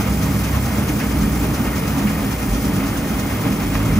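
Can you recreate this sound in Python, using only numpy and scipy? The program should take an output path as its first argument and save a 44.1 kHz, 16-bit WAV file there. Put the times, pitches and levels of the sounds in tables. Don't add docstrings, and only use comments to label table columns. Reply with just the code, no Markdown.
import sys
import numpy as np
from scipy import signal
from scipy.fft import rfft, irfft, next_fast_len
from scipy.io import wavfile

SR = 44100
rng = np.random.default_rng(int(sys.argv[2]) if len(sys.argv) > 2 else 0)


def how_loud(loudness_db):
    steps = np.asarray(loudness_db, float) / 20
    return 10 ** steps


def wav_out(sig):
    wavfile.write(sys.argv[1], SR, np.round(np.clip(np.atleast_2d(sig).T, -1, 1) * 32767).astype(np.int16))


N = 175959


def evened(x):
    return x / np.sqrt(np.mean(x ** 2) + 1e-20)


def read(points, hz):
    f, value = np.transpose(points)
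    return np.interp(np.log(hz + 1), np.log(f + 1), value)


def over_time(points):
    return np.interp(np.arange(N) / SR, *np.transpose(points))


def drift(rate_hz):
    spectrum = rfft(rng.standard_normal(N))
    return evened(irfft(spectrum / (1 + (np.fft.rfftfreq(N, 1 / SR) / rate_hz) ** 4), N))


def shaken(colour, strength):
    # [f/Hz, width/Hz, lift/dB]
    panels = [(230, 25, 2), (278, 25, 3), (450, 50, 3), (1250, 80, 3), (5200, 400, 2), (11250, 400, 5),
              (12700, 900, -7), (611, 36, 5), (796, 45, 4), (2130, 50, 5.5), (2445, 45, 4), (3243, 70, 4),
              (6260, 250, 5), (7525, 110, 7)]
    hz = np.fft.rfftfreq(N, 1 / SR)
    lift_db = sum(db / (1 + (2 * (hz - f) / width) ** 2) for f, width, db in panels)
    drive = rfft(strength * rng.standard_normal((2, N)))
    return evened(irfft(drive * how_loud(read(colour, hz) + lift_db), N))


def rumble():
    # [f/Hz, level per Hz/dB]
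    colour = [(25, -30), (50, -4), (120, -2), (290, -3), (340, -10), (550, -19.5), (900, -30), (3000, -70)]
    # [t/s, level/dB]
    load = [(0, -2), (.25, -0.5), (.5, -2), (.7, -1.5), (.88, 0.5), (1.1, 0), (1.4, 1), (1.7, -0.5),
            (1.95, -0.5), (2.2, -1), (2.45, -0.5), (2.7, 0.5), (2.95, 0.5), (3.2, -1.5), (3.38, -1.5),
            (3.5, 2.5), (3.7, -0.5), (3.99, 1)]
    strength = how_loud(over_time(load) + 0.18 * drift(rate_hz=6.4))
    return how_loud(-22) * shaken(colour, strength)


def tone(curve, waver_hz, flutter_db):
    t = np.arange(N) / SR
    s, hz, db = np.transpose(curve)
    pitch = np.interp(t, s, hz) + waver_hz * drift(rate_hz=12.48)
    level = how_loud(np.interp(t, s, db) + flutter_db * drift(rate_hz=12.4))
    return np.sqrt(2) * level * np.sin(2 * np.pi * np.cumsum(pitch) / SR)


def motor_tones():
    # [t/s, f/Hz, level/dB]
    boom = [(0.0, 64.4, -49), (0.11, 66.9, -23), (0.27, 65.9, -26), (0.85, 67.4, -29), (0.98, 54.6, -32),
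            (1.13, 59.48, -26), (1.98, 64.4, -28), (2.1, 57.5, -33.5), (2.54, 52.8, -23), (2.91, 52.8, -32),
            (3.03, 61.26, -40), (3.33, 60.86, -26), (3.46, 51.8, -33), (3.99, 52.1, -28)]
    # [t/s, f/Hz, level/dB]
    hum = [(0.0, 102.8, -26.5), (1.01, 96.6, -32), (2.22, 101.3, -39), (2.28, 107.4, -33),
           (2.41, 110.6, -41), (2.91, 102.9, -31), (3.06, 107.7, -51), (3.2, 103.5, -29.5),
           (3.66, 99.8, -32.5), (3.89, 107.8, -21), (3.92, 111, -27), (3.99, 103.4, -21)]
    # [t/s, f/Hz, level/dB]
    drone = [(0.0, 202.4, -26.5), (0.13, 197.2, -25), (0.25, 192.9, -26), (0.71, 207, -32.5),
             (0.81, 201.2, -21), (1.09, 203, -39), (1.22, 208.4, -21), (1.32, 197.9, -27.5),
             (1.58, 200.1, -35), (1.78, 198.6, -22.5), (1.94, 199.0, -53), (2.06, 203.4, -16),
             (2.08, 205.2, -29), (2.4, 203.5, -28), (2.64, 193.6, -26.5), (2.79, 202.7, -28),
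             (3.87, 201.2, -28), (3.99, 214, -23)]
    # [t/s, f/Hz, level/dB]
    panel_hum = [(0.0, 271.2, -15.5), (0.04, 286.4, -47), (0.54, 277.4, -28), (0.59, 259.1, -34),
                 (0.92, 282.3, -28.5), (1.38, 274.1, -28), (1.43, 258.9, -32), (1.5, 293.6, -19),
                 (1.62, 257.2, -45), (1.7, 280.9, -26), (2.57, 276.7, -24.5), (2.71, 297.8, -27.5),
                 (2.79, 262.5, -24), (3.09, 285.7, -29.5), (3.68, 263.6, -31), (3.73, 296.7, -26),
                 (3.81, 269.9, -27), (3.99, 290.6, -21)]
    # [t/s, f/Hz, level/dB]
    chute_hum = [(0.0, 153, -24), (0.2, 161, -23), (0.29, 142.4, -19), (0.48, 168, -23),
                 (0.54, 131.9, -19.5), (0.82, 131, -25.5), (1.18, 159, -23), (1.6, 131, -26.5),
                 (1.89, 147.4, -24), (2.04, 141.2, -23), (2.18, 166, -22), (2.24, 140.5, -26.5),
                 (3.3, 164.2, -36), (3.38, 152.1, -27), (3.93, 160, -21.5), (3.99, 148, -32)]
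    tones = tone(boom, waver_hz=3.46, flutter_db=3.0)
    tones += tone(hum, waver_hz=5.12, flutter_db=2.0)
    tones += tone(drone, waver_hz=4.45, flutter_db=3.0)
    tones += how_loud(-8) * tone(panel_hum, waver_hz=3.07, flutter_db=1.5)
    tones += how_loud(-6.5) * tone(chute_hum, waver_hz=3.1, flutter_db=1.5)
    return np.array([tones, tones[::-1]])


def bits():
    # [t/s, level/dB, centre f/Hz, decay/s]
    puffs = [(0.39, -27, 12700, .012), (0.392, -32, 5000, .006), (.549, -30, 1300, 0.013),
             (1.0, -29.5, 1920, 0.053), (2.07, -28.5, 2000, 0.052), (2.1, -29, 920, 0.039),
             (2.7526, -34, 12500, 0.0076), (2.8, -38, 2200, 0.027), (2.9716, -36, 12150, 0.0095),
             (3.739, -39, 5500, .03), (3.7516, -20, 1407, 0.008), (3.752, -29.5, 2400, 0.0098),
             (3.6, -35, 4200, .008), (3.8, -34, 1060, .02), (3.75, -40, 600, 0.016),
             (0.891, -29, 2000, 0.024), (.45, -33, 2000, 0.036), (0.885, -13, 185, 0.028),
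             (.78, -20.5, 134, 0.068), (3.46, -18.5, 164, 0.061)]
    size = 8192
    low, high = np.zeros((2, N)), np.zeros((2, N))
    t, hz = np.arange(size) / SR, np.fft.rfftfreq(size, 1 / SR)
    for s, db, centre_hz, decay_s in puffs:
        bell = np.exp(-(np.log((hz + 1) / centre_hz) / 0.43) ** 2)
        band = irfft(rfft(rng.standard_normal((2, size))) * bell)
        envelope = np.minimum(t / 0.00034, 1) * np.exp(-t / decay_s)
        puff = how_loud(db) * evened(band) * envelope
        at = round(s * SR)
        side = low if centre_hz < 4000 else high
        side[:, at:at + size] += puff[:, :N - at]
    return low, high


def clatter():
    # [f/Hz, ring/s]
    loose = [(953, 0.0079), (1130, 0.0067), (1267, 0.01), (1420, 0.0099), (1856, 0.017), (2130, 0.016),
             (2053, 0.0074), (2270, 0.0058), (2442, 0.0082)]
    # [t/s, level/dB, f/Hz]
    knocks = [(0.0777, -21, 1250), (0.1695, -26, 1160), (0.2229, -21, 1250), (0.3365, -25, 1310),
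              (0.5492, -18, 1240), (0.8314, -21, 1116), (1.2007, -16, 1204), (1.5424, -23, 1813),
              (1.5991, -19, 1210), (1.943, -21, 1310), (1.9754, -25, 1420), (2.1535, -23, 1860),
              (2.314, -20, 1230), (2.4418, -18, 1310), (2.5195, -18, 1130), (2.7409, -19, 1237),
              (2.805, -16, 2130), (2.9286, -24, 1210), (3.1053, -21, 1373)]
    taps_per_s, spread_db = 260, 4
    t, out = np.arange(2048) / SR, np.zeros((2, N))
    for hz, ring_s in loose:
        struck = rng.random((2, N)) < taps_per_s / len(loose) / SR
        force = how_loud(spread_db * np.minimum(rng.exponential(1, (2, N)), 3.2))
        ring = np.exp(-t / ring_s) * np.sin(2 * np.pi * hz * t)
        out += signal.oaconvolve(struck * force, ring[None])[:, :N]
    out = how_loud(-40.5) * evened(out)
    for s, db, hz in knocks:
        knock = np.exp(-t / 0.0048) * np.sin(2 * np.pi * hz * t)
        out[0, round(s * SR):][:2048] += how_loud(db - 8) * knock
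    return out


def gear_mesh():
    # [t/s, level/dB]
    mesh = [(0, 3.5), (.25, 0), (.45, 0), (.65, 1), (.9, 1), (1.02, -1), (1.2, 0.5), (1.4, 0.5), (1.58, 1),
            (1.75, 0), (1.969, 2), (2.15, 1), (2.3, 1), (2.6, -0.5), (2.85, 1.5), (3.2, 0), (3.6, 1.5),
            (3.99, 1.5)]
    return over_time(mesh)


def turning():
    bite_db = [1, -0.5, -2.5, 3, -0.5, 2, 0.5, 0.5, -1.5, 3.5, 4, 0.1, 0, 2.5, -0.6, 3, -4, 2, 0.1, 0, -2,
               -5, 2, -1, 2, 2, -1.5, 1, 1, 0.5, 2, 0, -2, -2, -1, 0, 1.5, 0.1]
    turns_per_s, first_turn_s = 9.09, -0.006
    rise_s, fall_s, spread_db = 0.013, 0.031, 0.6
    t, out = np.arange(N) / SR, np.zeros(N)
    for lag, db in ((0, 0), (0.69, -9.5)):
        turns = (t - first_turn_s) * turns_per_s - lag + 1
        since = turns % 1 / turns_per_s
        bites = how_loud(db + np.array(bite_db) + spread_db * rng.standard_normal(len(bite_db)))
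        size = bites[turns.astype(int)]
        out += size * (1 - np.exp(-since / rise_s)) * np.exp(-since / fall_s)
    return out


def gear_rattle(mesh_db, chatter, turn):
    # [f/Hz, level per Hz/dB]
    colour = [(250, -15), (500, 0), (1300, -1), (1700, -5), (2300, -6), (3300, -11), (4500, -19),
              (8500, -50)]
    strength = how_loud(mesh_db + 0.19 * chatter + 1.05 * drift(rate_hz=13.4) + 2.8 * turn)
    return how_loud(-29.5) * shaken(colour, strength)


def blade_hiss(chatter):
    # [f/Hz, level per Hz/dB]
    colour = [(3000, -9), (5000, -1.5), (6800, -4), (8300, -0.5), (9200, 0.5), (10500, -4.5), (13700, 2),
              (15400, 2.5)]
    easing_db = 0.4 * np.arange(N) / SR
    strength = how_loud(0.56 * chatter + 0.78 * drift(rate_hz=78) - easing_db)
    return how_loud(-31) * shaken(colour, strength)


def blade_scrape(mesh_db, turn):
    # [f/Hz, level per Hz/dB]
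    colour = [(1500, -17), (3500, -4), (5200, -0.5), (6250, 1), (6900, -4), (10000, -4.5), (12700, -6),
              (15000, 0)]
    strength = turn * how_loud(0.92 * mesh_db + 2.0 * drift(rate_hz=26))
    return how_loud(-37) * shaken(colour, strength)


def ports(direct, diffuse, same, lead, side_db, linger=0):
    hz = np.fft.rfftfreq(N, 1 / SR)
    likeness = np.clip(read(same, hz), 0, 1)
    half = how_loud(read(side_db, hz) / 2)
    left, other = rfft(direct), rfft(diffuse)
    turn = np.interp(hz, *np.transpose(lead))
    phase = turn - linger * np.sin(2 * turn) / 2
    right = (likeness * left + np.sqrt(1 - likeness ** 2) * other) * np.exp(1j * phase)
    return irfft(np.array([left * half, right / half]), N)


def swayed(pair):
    wobble = np.exp(1j * 0.2 * drift(rate_hz=23))
    right = signal.hilbert(pair[1], next_fast_len(N))[:N]
    return np.array([pair[0], (right * wobble).real])


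def cabinet_at_ports(body):
    # [f/Hz, likeness, clipped to 0-1]
    same = [(60, 4.3), (300, 1.3), (620, 0.51), (900, 0.72), (1600, 0.65), (2200, 0.6), (3200, 0.7),
            (4500, 0)]
    # [f/Hz, phase/rad]
    lead = [(0, 0), (400, 0.52), (1400, -0.9), (1700, -0.15), (2000, -0.53), (3600, -2.5), (6000, -3)]
    # [f/Hz, level/dB]
    side_db = [(60, -1.1), (250, -1.5), (420, 2), (620, -1), (1100, 2), (2400, -2.5), (3500, 1)]
    return ports(*body, same, lead, side_db)


def blades_at_ports(blades):
    # [f/Hz, likeness 0-1]
    same = [(4000, .4), (5200, .4), (6500, .65), (7000, .4), (7600, .7), (8300, .968), (9600, .99),
            (16000, .994)]
    # [f/Hz, phase/rad]
    lead = [(3000, .6), (6600, -.1), (8350, 2.95), (8600, 3.3), (9750, 6.2), (10450, 6.4), (11800, 9.3),
            (12650, 9.72), (13300, 11.75), (13750, 12.25), (14350, 12.65), (15800, 15.6), (17000, 15.8)]
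    # [f/Hz, level/dB]
    side_db = [(3000, 1), (5000, 4), (6600, 1), (7400, 2.5), (8200, 0), (16000, 0)]
    return swayed(ports(*blades, same, lead, side_db, linger=0.024))


def scene():
    turn, chatter, mesh_db = turning(), drift(rate_hz=31), gear_mesh()
    low_bits, high_bits = bits()
    body = rumble() + motor_tones() + low_bits + clatter() + gear_rattle(mesh_db, chatter, turn)
    blades = high_bits + blade_hiss(chatter) + blade_scrape(mesh_db, turn)
    return cabinet_at_ports(body) + blades_at_ports(blades)


def low_pass(x):
    return signal.sosfilt(signal.butter(12, 16140, fs=SR, output="sos"), x)


def record(dry):
    edge = signal.firwin(511, 15780, window=("kaiser", 9), fs=SR)
    mix = signal.oaconvolve(dry, edge[None], "same")
    return low_pass(mix)


dry = scene()
out = record(dry)
wav_out(out)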